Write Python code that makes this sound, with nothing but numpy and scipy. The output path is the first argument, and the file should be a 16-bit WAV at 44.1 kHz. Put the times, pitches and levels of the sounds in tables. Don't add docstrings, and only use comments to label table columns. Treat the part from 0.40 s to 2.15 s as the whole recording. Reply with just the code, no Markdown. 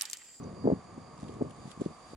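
import sys
import numpy as np
from scipy import signal
from scipy.fft import rfft, irfft
from scipy.io import wavfile

SR = 44100
rng = np.random.default_rng(int(sys.argv[2]) if len(sys.argv) > 2 else 0)


def dump(signal):
    limited = np.clip(np.atleast_2d(signal).T, -1, 1)
    pcm = np.round(limited * 32767).astype(np.int16)
    wavfile.write(sys.argv[1], SR, pcm)


N = 77175


def amp(db):
    return 10 ** (np.asarray(db) / 20)


def unit(x):
    return x / np.sqrt(np.mean(x ** 2) + 1e-20)


def read(points, hz):
    f, value = np.transpose(points)
    return np.interp(np.log(hz + 1), np.log(f + 1), value)


def curve(points):
    times_s, *columns = np.transpose(points)
    return [np.interp(np.arange(N) / SR, times_s, column) for column in columns]


def pan(db):
    return amp(np.array([db, -db]).reshape(2, -1) / 2)


def colour(x, points):
    size = x.shape[-1]
    gain = unit(amp(read(points, np.fft.rfftfreq(size, 1 / SR))))
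    return irfft(rfft(x) * gain, size)


def add(mix, start_s, sound):
    part = mix[:, max(round(start_s * SR), 0):][:, :sound.shape[1]]
    part += sound[:, :part.shape[1]]


def push(turns, half_cycles):
    return -np.sin(2 * np.pi * turns) * np.exp(-(turns / half_cycles) ** 2)


def thuds(core_ratio=1.58, crumble_db=-16.5, crumble_decay_s=0.0054):
    # t/s, level/dB, f/Hz, hardness/dB
    events = [(0.245, -29, 266, -7), (0.249, -22.5, 227, -15), (0.2561, -18, 290, -11.5),
              (0.2642, -18, 220, -18), (0.27, -25.5, 419, -15), (0.2749, -15, 443, -7.5),
              (0.2796, -15, 310, -10), (0.2891, -21, 350, -6), (0.3013, -17.5, 340, -21),
              (0.3032, -17.5, 486, -16.5), (0.314, -27, 267, -8), (0.3177, -19, 426, -9.5),
              (0.3254, -17, 238, -6.5), (0.332, -22, 249, -10), (0.3369, -21.5, 212, -14),
              (0.3736, -36, 149, -17), (0.58, -35, 217, -9), (0.833, -29, 197, -9.5),
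              (0.8506, -37.5, 160, -17), (0.896, -32, 260, -22), (0.9692, -36, 252, -17),
              (1.0117, -24, 297, -8.5), (1.0162, -24, 382, -8), (1.0235, -18.5, 262, -17),
              (1.052, -30.5, 352, -17), (1.059, -36, 282, -1), (1.2574, -37.5, 158, -5),
              (1.2787, -38, 188, -3), (1.3773, -40.5, 187, -2), (1.4009, -34.5, 180, -17),
              (1.4108, -32, 274, -17), (1.418, -21, 271, -25), (1.4628, -23.5, 244, -4),
              (1.4685, -32, 216, -10), (1.735, -38, 272, -6)]
    # f/Hz, density/dB
    crumble_spectrum = [(25, -37), (60, -23), (115, -8.5), (200, -8), (330, 3.5), (520, 5), (850, -6.5),
                        (1400, -27), (1750, -26), (3000, -59.5)]
    t, pulses, crumble_power = np.arange(N) / SR, np.zeros(N), np.zeros(N)
    for centre_s, db, hz, hard_db in events:
        turns = (t - centre_s) * hz
        core = amp(hard_db) * push(turns * core_ratio, half_cycles=0.53)
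        pulses += amp(db) * (push(turns, half_cycles=0.62) + core)
        crumble_power += amp(db + crumble_db) ** 2 * np.exp(-2 * abs(t - centre_s) / crumble_decay_s)
    return pulses + colour(np.sqrt(crumble_power) * rng.standard_normal(N), crumble_spectrum)


def scuffing(spread_db=-16):
    # t/s, level/dB
    envelope = [(0, -41.5), (.08, -42.5), (.13, -46), (.19, -45.5), (.33, -38), (.42, -56.5), (.58, -50.5),
                (.69, -54), (.77, -54.5), (.9, -45), (.98, -48.5), (1.05, -38), (1.14, -56), (1.19, -49),
                (1.27, -51), (1.34, -60.5), (1.51, -46.5), (1.57, -71), (1.75, -52.5)]
    # f/Hz, density/dB
    spectrum = [(25, -33), (60, -13), (115, -3.5), (180, -1.5), (330, -10), (520, -13), (850, -30.5),
                (1400, -58), (3000, -62.5)]
    rub = rng.standard_normal(N) + amp(spread_db) * rng.standard_normal((2, N))
    return colour(amp(curve(envelope)[0]) * rub, spectrum)


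def off_centre(snow):
    # f/Hz, left lag/s, left-right/dB
    side = [(61, 0.00053, -0.5), (201, 0.00057, .5), (390, 0.00041, 0.8), (664, 0.00035, 3.5),
            (1100, 0.00018, 3)]
    side, hz = np.array(side), np.fft.rfftfreq(N, 1 / SR)
    delay_s = np.array([[.5], [-.5]]) * read(side[:, :2], hz)
    balance = pan(read(side[:, ::2], hz))
    return irfft(rfft(snow) * balance * np.exp(-2j * np.pi * hz * delay_s), N)


def ticks(decay_s=0.0029, ring_half_width_hz=230):
    # t/s, level/dB, ring f/Hz, ring boost/dB, left-right/dB
    impacts = [(0.033, -49, 6100, 32, 4), (0.039, -51, 6100, 30, 16), (0.146, -54, 7900, 7, -2),
               (.442, -53, 8500, 14, -5), (0.542, -56.5, 8800, 17, -11), (.778, -49, 5160, 11, 0),
               (0.79, -54, 3630, 14, 5), (.8003, -48, 5500, 8, 0), (0.8082, -46.5, 8130, 1, -1),
               (0.8203, -47, 5900, 4, 1), (0.829, -47, 3670, 5, 0), (0.8405, -47, 3540, 15, 10),
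               (.883, -48.5, 4100, 4, 2), (0.8865, -48, 3270, 19, -8), (0.94, -51, 10200, 3, 11),
               (0.946, -55, 8500, 1, -4), (1.028, -53, 8400, 20, -11), (1.0965, -52, 9500, 20, 5),
               (1.1076, -48.5, 9700, 15, 10), (1.11, -51.5, 3090, 20, 5), (1.162, -53, 8200, 22, -12),
               (1.313, -47, 10340, 26, 10), (1.316, -45, 3240, 10, 19), (1.4104, -48, 7550, 23, -19),
               (1.4195, -59, 9000, 15, 2), (1.454, -47, 8950, 7, -8)]
    # f/Hz, density/dB
    spectrum = [(400, -8.5), (1500, 5.5), (3500, 5), (7000, 4.5), (11000, -1.5)]
    out, t = np.zeros((2, N)), np.arange(1024) / SR
    hz = np.fft.rfftfreq(len(t), 1 / SR)
    for start_s, db, ring_hz, ring_db, pan_db in impacts:
        boost_db = ring_db / (1 + ((hz - ring_hz) / ring_half_width_hz) ** 2)
        noise = rng.standard_normal((2, len(t))) + 0.82 * rng.standard_normal(len(t))
        splash = unit(irfft(rfft(noise) * amp(read(spectrum, hz) + boost_db)))
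        add(out, start_s, amp(db) * pan(pan_db) * splash * np.exp(-t / decay_s) / 2)
    return out


def rustle(grain_db=3):
    # t/s, level/dB, left-right/dB
    envelope = [(0, -71.5, -2.5), (.72, -73.5, 1), (.82, -65.5, 1), (.93, -65, -2), (1.02, -72.5, 0),
                (1.15, -68.5, 2.5), (1.26, -62.5, 1), (1.315, -56.5, -3), (1.345, -67, 1),
                (1.39, -66.5, -3), (1.412, -58.5, -5), (1.45, -61, -3), (1.49, -65.5, -1), (1.64, -65, 0),
                (1.71, -61, 2), (1.75, -64, -3)]
    # f/Hz, density/dB
    spectrum = [(500, -20), (1800, 2.5), (3200, 0.5), (3650, 6), (4000, 0.5), (5800, -0.5), (7000, 2),
                (7350, 5), (7750, -0.5), (9500, -2.5), (10300, 1), (11000, -9.5)]
    db, pan_db = curve(envelope)
    grains = unit(rng.standard_normal((2, N)) * amp(grain_db * rng.standard_normal(N)))
    return amp(db) * pan(pan_db) * colour(grains, spectrum)


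def wash(level_db=-54):
    # f/Hz, density/dB
    spectrum = [(20, -18), (60, -6.5), (130, -6.5), (350, -8), (580, -3.5), (660, -4.5), (730, 1.5),
                (820, -5.5), (930, -4.5), (1040, -3), (1160, 2.5), (1250, -5), (1380, -13.5), (1800, -15),
                (2000, -17.5), (2170, -15), (2700, -22.5), (4000, -26.5), (4700, -21.5), (5300, -27.5),
                (6400, -26), (6800, -15.5), (7250, -28), (8500, -25), (11000, -36.5)]
    # f/Hz, correlation/0-1
    correlation = [(60, 0.9), (270, 0.48), (560, 0.8), (1180, 0.73), (2500, 0.62), (5250, 0.61),
                   (11000, 0.21)]
    # f/Hz, left-right/dB
    balance = [(100, 3.5), (400, 1), (1100, -3.5), (2000, -4), (3500, 0), (6200, 3), (11000, -2.5)]
    hz = np.fft.rfftfreq(N, 1 / SR)
    left, independent = rfft(rng.standard_normal((2, N)))
    shared = np.clip(read(correlation, hz), 0, 1)
    right = shared * left + np.sqrt(1 - shared ** 2) * independent
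    pair = np.array([left, right]) * pan(read(balance, hz))
    return amp(level_db) * colour(irfft(pair, N), spectrum)


def whine(waver_db=3.8, waver_corner_hz=3):
    # f/Hz, base level/dB
    partials = [(4738, -69), (4682, -79.5)]
    # t/s, gain/dB, left-right/dB
    envelope = [(0, -5.5, -15), (.13, -6.5, -14), (.28, -2.5, -16), (.45, -8.5, -17.5), (.73, -2, -4.5),
                (.9, -11.5, -16), (1.02, -6.5, -18), (1.12, -9, -3), (1.21, 5, -3), (1.35, -6.5, -11),
                (1.52, -5, -6), (1.62, -10, -14), (1.74, 5, -8)]
    t, hz = np.arange(N) / SR, np.fft.rfftfreq(N, 1 / SR)
    gain_db, pan_db = curve(envelope)
    waver = unit(irfft(rfft(rng.standard_normal((2, N))) / (1 + hz / waver_corner_hz), N))
    tones = sum(amp(db) * np.sqrt(2) * np.sin(2 * np.pi * (f * t + rng.random())) for f, db in partials)
    return pan(pan_db) * amp(gain_db + waver_db * waver) * tones


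def scene():
    return off_centre(thuds() + scuffing()) + ticks() + rustle() + wash() + whine()


def record(dry):
    lowpass = signal.firwin(511, 11100, window=("kaiser", 9), fs=SR)
    return signal.oaconvolve(dry, lowpass[None], "same")


dry = scene()
out = record(dry)
dump(out)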